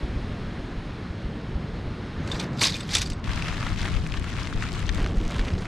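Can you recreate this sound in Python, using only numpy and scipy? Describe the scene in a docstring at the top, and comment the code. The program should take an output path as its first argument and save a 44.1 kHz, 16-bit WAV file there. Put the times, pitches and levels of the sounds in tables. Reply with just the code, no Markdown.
"""Gale on a grassy hillside

Four places are heard in turn, only the third with two separate ports. Banded noise gives the wind's buffeting
and roar, the hiss of grass and the rustle of cloth; windowed sines are the thumps of large eddies.
A bag of metal tent poles is dropped: filtered noise bursts crunch and thud, and resonators ring as the poles.
Tent fabric then rustles and snaps, with short resonant bursts for the snaps and random pops for the folds.
"""
import sys
import numpy as np
from scipy import signal
from scipy.io import wavfile

SR = 44100
rng = np.random.default_rng(int(sys.argv[2]) if len(sys.argv) > 2 else 0)


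def boost_factor(decibels):
    """Convert a level in decibels to a linear amplitude factor."""
    exponent = np.asarray(decibels, float) / 20
    return 10 ** exponent


def output_pcm(signal):
    """Save a mono or channel-first signal as 16-bit PCM at the path in sys.argv[1].

    Samples are clipped to [-1, 1] before scaling.
    """
    pcm = np.clip(np.atleast_2d(signal).T, -1, 1) * 32767
    wavfile.write(sys.argv[1], SR, np.round(pcm).astype(np.int16))


N = 250047  # samples

HALVES = np.array([[.5], [-.5]])  # shares a left-minus-right difference between the two channels


def rms_one(x):
    """Normalisation: scale to unit rms."""
    return x / np.sqrt(np.mean(x ** 2) + 1e-20)


def in_time(*tables):
    """Linear interpolation of table columns in time; the first, a level, is silent outside the rows."""
    s, level_db, *others = np.concatenate(tables).T
    t = np.arange(N) / SR
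    return [np.interp(t, s, level_db, -120, -120)] + [np.interp(t, s, column) for column in others]


def at_hz(points, hz):
    """Interpolation of a spectrum on a log-frequency axis."""
    table_hz, table_db = np.transpose(points)
    return np.interp(np.log(hz), np.log(table_hz), table_db)


def drift(rate_hz):
    """Low-pass random process: noise at every 20th sample through two equal poles, at unit rms."""
    pole = np.exp(-40 * np.pi * rate_hz / SR)
    noise = rng.standard_normal(N // 20 + 3002)
    slow = signal.lfilter([1], [1, -2 * pole, pole * pole], noise)[3000:]  # settled part
    return np.interp(np.arange(N) / 20, np.arange(len(slow)), rms_one(slow))


def ring(clicks, hz, t60):
    """Impulse response of a damped mode: a unit click starts a decaying sine of nominal height 1."""
    r, w = boost_factor(-60 / (t60 * SR)), 2 * np.pi * hz / SR
    return signal.lfilter([0, np.sin(w)], [1, -2 * r * np.cos(w), r * r], clicks + 1e-18)


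def low_pass(x, cut_hz):
    """Second-order Butterworth attenuation of the treble."""
    return signal.sosfilt(signal.butter(2, cut_hz, fs=SR, output="sos"), x)


def burst(hz, t60, width, crack):
    """Resonance excited by a crack and decaying noise, at unit peak; width is bandwidth over frequency."""
    t = np.arange(2205) / SR
    r, w = np.exp(-np.pi * width * hz / SR), 2 * np.pi * hz / SR
    noise = rng.standard_normal(len(t)) * boost_factor(-60 * t / t60)
    noise[0] = crack
    x = signal.lfilter([1, 0, -1], [1, -2 * r * np.cos(w), r * r], noise)
    return x / np.abs(x).max()


def bursts(hits, t60, width, crack):
    """Superposition of bursts at the tabulated times, peaks and centre frequencies."""
    out = np.zeros(N)
    for s, db, hz in hits:
        x, i = boost_factor(db) * burst(hz, t60, width, crack), round(s * SR)
        out[i:i + len(x)] += x
    return out


# interval during which the two ports are heard apart: start t/s, end t/s
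APART_S = 3.235, 4.98


def two_ports():
    """Gate of the stereo field: 1 while the ports are heard apart, 0 while they are summed."""
    t = np.arange(N) / SR
    return (t > APART_S[0]) & (t < APART_S[1])


# sound not shared by the ports, against the shared sound: f/Hz, level/dB
PORT_UNSHARED = [(28, -4), (60, -7), (110, -14), (200, -31), (380, -12), (700, -11), (1290, -9), (2380, -8),
                 (4400, -2.5), (8120, 0.5), (15000, 3)]
# left minus right port: f/Hz, level/dB
PORT_LEAN = [(60, 10), (110, -1.5), (200, 1.5), (380, 1.5), (700, 3.5), (1290, 1), (2380, 5.5), (4400, 1),
             (8120, -2.5), (15000, 0)]


def banded(spectrum, patchy_db, patch_rate, tilt_db=0, pulse=1):
    """Subtractive synthesis: enveloped noise in about third-octave bands, each with its own level flicker."""
    low, high = spectrum[1][0], min(spectrum[-2][0], 16000)  # the end rows lie outside the bands
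    edges = np.geomspace(low, high, int(np.log2(high / low) / .33) + 2)
    white = pulse * rng.standard_normal((2, 2, N))
    apart, out, power = two_ports(), 0, 0
    for k, (a, b) in enumerate(zip(edges, edges[1:])):
        hz = np.sqrt(a * b)
        band_pass = signal.butter(2, [a, b], "band", fs=SR, output="sos")
        shared, unshared = signal.sosfilt(band_pass, white[k % 2])  # neighbours use different noise
        spectrum_db = at_hz(spectrum, hz)
        octaves = np.log2(hz / np.sqrt(low * high))
        gain = boost_factor(spectrum_db + patchy_db * drift(patch_rate) + tilt_db * octaves)
        lean = np.where(apart, boost_factor(at_hz(PORT_LEAN, hz) * HALVES), 1)
        difference = apart * boost_factor(at_hz(PORT_UNSHARED, hz)) * unshared * [[1], [-1]]
        out = out + gain * lean * (shared + difference)
        power += (b - a) * boost_factor(2 * spectrum_db)
    return out / np.sqrt(power * 2 / SR * np.mean(np.square(pulse)))  # nominal unit rms, untilted


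def creases(per_s, spread_db, t60, smooth):
    """Shot-noise envelope: creases let go as sudden rises that die fast, over a smooth rubbing share."""
    sizes = boost_factor(spread_db * np.minimum(rng.exponential(1, N), 5))
    born = rng.random(N) < per_s * boost_factor(3.0 * drift(12.0)) / SR
    decays = signal.lfilter([1], [1, -boost_factor(-60 / (t60 * SR))], sizes * born + 1e-18)
    return smooth + rms_one(decays)


def crinkle(per_s, low_hz, high_hz, cycles, fall_db):
    """Random modal excitation: small folds pop, each ringing a few cycles at its own pitch and side."""
    sizes = boost_factor(4 * np.minimum(rng.exponential(1, N), 4)) * rng.choice([-1, 1], N)
    born = rng.random(N) < per_s * boost_factor(3.0 * drift(10.0)) / SR
    placed = sizes * born * boost_factor(two_ports() * rng.normal(2.3, 2.5, N) * HALVES)
    pitches, dealt = np.geomspace(low_hz, high_hz, 12), rng.integers(0, 12, N)
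    pops = 0
    for k, hz in enumerate(pitches):
        fall = boost_factor(-fall_db * np.log2(hz / low_hz))  # fall_db per octave
        pops = pops + fall * ring(placed * (dealt == k), hz, cycles / hz)
    high_pass = signal.butter(2, low_hz / 2, "high", fs=SR, output="sos")
    return rms_one(signal.sosfilt(high_pass, pops))


# wind before its random drift: t/s, buffeting level/dB, roar level/dB
WIND_LEVELS = [(0.0, -32.5, -32), (0.4, -35, -33), (0.95, -41, -35), (1.3, -40, -33), (1.92, -34, -33),
               (1.98, -43, -34), (2.165, -40, -36), (2.185, -35, -32), (2.43, -43, -30), (2.66, -43, -33.5),
               (3.0, -36, -34.5), (3.23, -37, -34), (4.0, -30, -33.5), (4.1, -36, -35.5),
               (4.45, -38.5, -34), (4.96, -32, -33.5), (4.99, -25, -29), (5.3, -32, -32),
               (5.52, -26.5, -31), (5.67, -31.5, -34.5)]
# relative spectral density of the buffeting: f/Hz, level/dB per Hz
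BUFFET_SPECTRUM = [(11, -30), (18, -1.5), (41, 2), (66, 1), (110, -9.5), (140, -27), (240, -120)]
# relative spectral density of the roar before tilt: f/Hz, level/dB per Hz
ROAR_SPECTRUM = [(47, -30), (80, 0.5), (183, -3.5), (258, -8), (388, -13.5), (519, -18.5), (594, -30),
                 (700, -17.5), (910, -32), (1540, -120)]
# colour of the roar at each place: start t/s, brightening/dB per octave
ROAR_COLOUR = [(0, 1), (2.175, -1), (3.235, -2), (4.98, 2)]


def wind_on_ports():
    """Turbulent pressure fluctuation: large eddies buffet slowly below, small ones roar above."""
    buffet_db, roar_db = in_time(WIND_LEVELS)
    starts, tilts = np.transpose(ROAR_COLOUR)
    tilt_db = tilts[np.searchsorted(starts, np.arange(N) / SR, "right") - 1]
    buffet = banded(BUFFET_SPECTRUM, patchy_db=1.0, patch_rate=10.0)
    roar = banded(ROAR_SPECTRUM, patchy_db=1.0, patch_rate=13.4, tilt_db=tilt_db)
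    return boost_factor(buffet_db + 1.23 * drift(4.4)) * buffet + boost_factor(roar_db) * roar


# grass hiss: t/s, level/dB, brightening/dB per octave
GRASS_LEVELS = [(0.0, -42.5, 1.5), (1.41, -45, 1), (2.11, -43.5, 1), (2.41, -40.5, -2), (2.68, -50, -5),
                (2.84, -42, 2.5), (3.09, -49, -2.5), (3.25, -47, -1)]
# relative spectral density of the hiss before tilt: f/Hz, level/dB per Hz
GRASS_SPECTRUM = [(290, -30), (500, -3), (602, -10), (836, -10.5), (911, -6.5), (1780, -9.5), (2550, -15.5),
                  (2820, -16), (4080, -19), (7340, -38.5), (8460, -35.5), (12800, -55), (15200, -72)]


def grass():
    """Incoherent summation: many far blades rubbing make a smooth hiss."""
    level_db, tilt_db = in_time(GRASS_LEVELS)
    return boost_factor(level_db) * banded(GRASS_SPECTRUM, patchy_db=0.58, patch_rate=10.0, tilt_db=tilt_db)


# big eddies, before the lean between ports: centre t/s, swell peak level/dB, f/Hz
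EDDIES = [(0.039, -21.5, 45.4), (0.169, -22, 50), (0.78, -25, 45), (1.11, -27, 40), (1.259, -21, 45),
          (1.561, -18.5, 45), (1.87, -25, 33), (2.35, -23, 55), (3.12, -22, 35), (3.295, -18, 45),
          (3.81, -21, 30), (3.99, -22.5, 50), (4.19, -25.5, 35), (4.571, -20.5, 28), (5.02, -14.5, 35),
          (5.182, -11, 38), (5.26, -19, 23.05), (5.401, -16.5, 35), (5.54, -18.5, 62)]


def thumps():
    """Gaussian-windowed oscillation: each big eddy pushes and pulls for about one cycle."""
    width_cycles, left_db, lag_rad = 0.3, 6.0, 0.9  # lean and phase lag act while the ports are apart
    t, out, apart = np.arange(N) / SR, np.zeros((2, N)), two_ports()
    phases = rng.uniform(0, 2 * np.pi, len(EDDIES))
    for (s, db, hz), phase in zip(EDDIES, phases):
        near = slice(max(round((s - 2 / hz) * SR), 0), round((s + 2 / hz) * SR))
        cycles = (t[near] - s) * hz
        ports = apart[near] * HALVES
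        swell = boost_factor(db + left_db * ports) * np.exp(-.5 * (cycles / width_cycles) ** 2)
        out[:, near] += swell * np.sin(2 * np.pi * cycles + phase + lag_rad * ports)
    return out


# three moves of the bag, one list each, before the layer gains: t/s, relative rustle level/dB
BAG_MOVES = [
    [(2.2, -55), (2.31, -39), (2.32, -32), (2.39, -40), (2.398, -28), (2.496, -57), (2.55, -45)],
    [(2.56, -45), (2.602, -28), (2.62, -11), (2.678, -19), (2.712, -33), (2.768, -30), (2.784, -37),
     (2.86, -45)],
    [(2.87, -47), (2.956, -15.5), (3.006, -30), (3.016, -22.5), (3.042, -32.5), (3.136, -45), (3.144, -58),
     (3.2, -52)],
]
# relative spectral density of bag cloth before tilt: f/Hz, level/dB per Hz
BAG_SPECTRUM = [(350, -45), (600, -8), (1090, -4.5), (1380, -8), (1690, -3.5), (3160, -5), (3570, 0.5),
                (4820, 0), (8090, -12.5), (9660, -23), (12200, -13.5), (15600, -45)]


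def bag_rustle():
    """Stick-slip friction: bag cloth rustles as many small, crisp creases and pops."""
    level_db, = in_time(*BAG_MOVES)
    envelope = creases(900., 3.3, 0.0082, smooth=0.79)
    rub = banded(BAG_SPECTRUM, patchy_db=2.9, patch_rate=39.0, tilt_db=0.3, pulse=envelope)
    folds = crinkle(600., low_hz=2210, high_hz=8400, cycles=7.3, fall_db=1.5)
    return boost_factor(level_db) * (boost_factor(-8) * rub + boost_factor(-14.0) * folds)


# bag cloth crunching under the poles, before softening: t/s, peak level/dB, centre f/Hz
CRUNCHES = [(2.2757, -27, 2490), (2.3176, -34, 3820), (2.3983, -20, 3610), (2.4044, -26, 2440),
            (2.435, -33, 2030), (2.613, -22, 3590), (2.6227, -12, 4680), (2.6345, -8, 4870),
            (2.649, -10, 5540), (2.67, -13, 4530), (2.7024, -25, 4650), (2.7436, -29, 3560),
            (2.7656, -32, 4700), (2.807, -27, 2450), (2.8917, -24.5, 2480), (2.907, -28, 4700),
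            (2.9507, -4.5, 4800), (2.9537, -18, 3590), (2.9684, -9.5, 3730), (2.9844, -16, 4230),
            (3.017, -14.5, 4190), (3.0265, -18.5, 3540), (3.057, -33, 5120), (3.0724, -31, 5060),
            (3.101, -22.5, 4730), (3.1195, -28, 2500), (3.131, -37, 4600)]


def bag_crunch():
    """Impulsive excitation: each shift of the poles crushes the cloth in a short, soft burst."""
    return low_pass(bursts(CRUNCHES, t60=0.03, width=0.93, crack=4.0), 9000)


# pole on pole: t/s, level/dB, f/Hz of the mode struck hardest, fall-off away from it/dB per octave
POLE_HITS = [(2.316, -31.5, 3600, 18), (2.398, -32, 3600, 10), (2.613, -30, 3600, 12),
             (2.62, -23, 8150, 14), (2.624, -25, 1110, 25), (2.670, -28, 2444, 12), (2.702, -35, 4690, 14),
             (2.742, -30, 3600, 21), (2.751, -33, 2444, 27), (2.767, -36, 4690, 17), (2.805, -41, 7850, 4),
             (2.909, -33, 4690, 20), (2.954, -21, 3600, 16), (2.968, -28, 3600, 8), (3.016, -31, 3600, 9),
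             (3.061, -35, 4690, 18), (3.132, -36.5, 4690, 22)]
# modes of the poles: f/Hz, relative level/dB, t60/s
MODES = [(1110, 3.5, 0.074), (2444, 0, 0.087), (3600, 3.5, 0.044), (4690, 3, 0.026), (6570, -22, .05),
         (7850, -2, 0.058), (8150, 1.5, 0.052), (8700, -13, .06), (10800, -8, .07)]


def pole_clinks():
    """Modal synthesis: each clink rings the pole modes, favouring those near its contact colour."""
    s, level_db, centre_hz, fall_db = np.transpose(POLE_HITS)
    chance_db = rng.normal(0, 3.6, (len(s), len(MODES)))
    out = np.zeros(N)
    for k, (hz, mode_db, t60) in enumerate(MODES):
        clicks = np.zeros(N)
        far_db = fall_db * np.abs(np.log2(hz / centre_hz))
        clicks[np.round(s * SR).astype(int)] = boost_factor(level_db + mode_db + chance_db[:, k] - far_db)
        out += ring(clicks, hz, t60)
    return out


# the bag bumps the ground, before softening: t/s, peak level/dB, centre f/Hz
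GROUND_HITS = [(2.327, -27, 700), (2.618, -19, 550), (2.951, -26, 700)]


def bag_thuds():
    """Damped impact: the loaded bag meets the turf with a dull, broad push."""
    return low_pass(bursts(GROUND_HITS, t60=0.07, width=1.3, crack=2.5), 1600)


# flapping of the tent, before drift and layer gains: t/s, relative rustle level/dB
TENT_FLAPPING = [(3.24, -40.5), (3.32, -36), (3.66, -36), (3.76, -42.5), (3.8, -35), (3.92, -40.5),
                 (3.95, -38.5), (4.03, -43), (4.08, -40.5), (4.47, -40), (4.6, -43), (4.63, -40),
                 (4.975, -38.5), (5.185, -43), (5.285, -39), (5.45, -37.5), (5.58, -42.5), (5.67, -42)]
# relative spectral density of tent cloth before tilt: f/Hz, level/dB per Hz
TENT_SPECTRUM = [(290, -36), (500, -6), (569, -12), (612, 2), (851, -3), (955, 3), (2140, -1.5),
                 (3020, -4.5), (7690, -19), (12400, -31), (15600, -50)]


def tent_rustle():
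    """Stick-slip friction: flapping tent cloth rubs more smoothly, with sparser creases and pops."""
    level_db, = in_time(TENT_FLAPPING)
    envelope = creases(200., 2.2, 0.0021, smooth=2.2)
    rub = banded(TENT_SPECTRUM, patchy_db=1.55, patch_rate=26.0, tilt_db=0.2, pulse=envelope)
    folds = crinkle(250., low_hz=1120, high_hz=7500, cycles=6.5, fall_db=1.0)
    return boost_factor(level_db + 1.45 * drift(7.0)) * (boost_factor(-2.5) * rub + boost_factor(-7.5) * folds)


def flicks():
    """Random point process: small snaps at chance moments, their level following the flapping."""
    per_s, above_db, spread_db = 60., 9, 4.0  # levels over the tabulated flapping
    low_hz, high_hz, side_db = 1700, 5000, 6.5
    flap_db, = in_time(TENT_FLAPPING)
    start, span = TENT_FLAPPING[0][0], TENT_FLAPPING[-1][0] - TENT_FLAPPING[0][0]
    when, loud, pitch, side = rng.random((int(per_s * span), 4)).T
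    i = ((start + span * when) * SR).astype(int).clip(0, N - 1)
    db = flap_db[i] + above_db + spread_db * (2 * loud - 1)
    hz = low_hz * (high_hz / low_hz) ** pitch
    # one-sided lean, in the same columns as the snaps
    return np.transpose([i / SR, db, hz, 2 * side * side_db * two_ports()[i]])


# loudest tent snaps, before tick and softening: t/s, peak level/dB, centre f/Hz, left minus right level/dB
LOUD_SNAPS = [(3.2932, -22, 1780, -1), (3.334, -19, 1550, -4), (3.3995, -25, 1510, 2.5),
              (3.4229, -17, 2390, 2.0), (3.4685, -25, 1770, 1), (3.4826, -16, 1820, 1),
              (3.5427, -23, 2080, 0), (3.628, -19, 1230, 0), (3.6657, -18, 1220, 1),
              (3.7806, -24, 2380, 3.0), (3.794, -26, 1310, 1), (3.815, -19, 3640, 3.5),
              (3.8295, -17.5, 1730, 3.5), (3.8544, -17.5, 2000, 5), (3.885, -22.5, 1220, 3),
              (3.9392, -26, 2150, 3.0), (4.065, -21, 2320, 1.5), (4.1215, -21, 2170, 7),
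              (4.1398, -20, 2160, 3.0), (4.1732, -23, 1630, 5.0), (4.242, -22, 1340, 2.0),
              (4.3294, -23, 1530, 4.0), (4.472, -18, 1780, 6), (4.527, -23, 1320, 4.0),
              (4.624, -16.5, 1490, 3), (4.8266, -22, 2150, 2.5), (4.8921, -13.5, 1820, 9),
              (5.0027, -23, 1530, 0.0), (5.0447, -22, 1550, 0.5), (5.0623, -18, 1450, 0.0),
              (5.394, -18, 1510, 0.0), (5.483, -24, 1720, 0.5), (5.5039, -24, 1280, 0.5),
              (5.6548, -26, 1480, 0.5)]


def tent_snaps():
    """Impulsive release of tension: cloth flicks at its own pitch with a bright tick, between the ports."""
    out, crack = np.zeros((2, N + SR)), 6.0
    for s, db, hz, pan_db in [*LOUD_SNAPS, *flicks()]:
        body = burst(hz, 0.017, 0.56, crack)
        tick = boost_factor(-7) * burst(4500, 0.0043, 0.88, crack)
        x, i = body - tick, round(s * SR)
        out[:, i:i + len(x)] += boost_factor(db) * x * boost_factor(pan_db * HALVES)
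    return low_pass(out[:, :N], 6600)


def scene():
    """Linear superposition of all sources at the microphone."""
    weather = wind_on_ports() + grass() + thumps()
    bag = bag_rustle() + bag_crunch() + pole_clinks() + bag_thuds()
    tent = tent_rustle() + tent_snaps()
    return weather + bag + tent


def top_cut(x):
    """Nothing passes above the cut-off."""
    return signal.sosfilt(signal.butter(12, 15710, fs=SR, output="sos"), x)


def record(dry):
    """Low-pass filtering: the microphone housing dulls the top."""
    dull = low_pass(dry, 10100)
    return top_cut(dull)


dry = scene()
out = record(dry)
output_pcm(out)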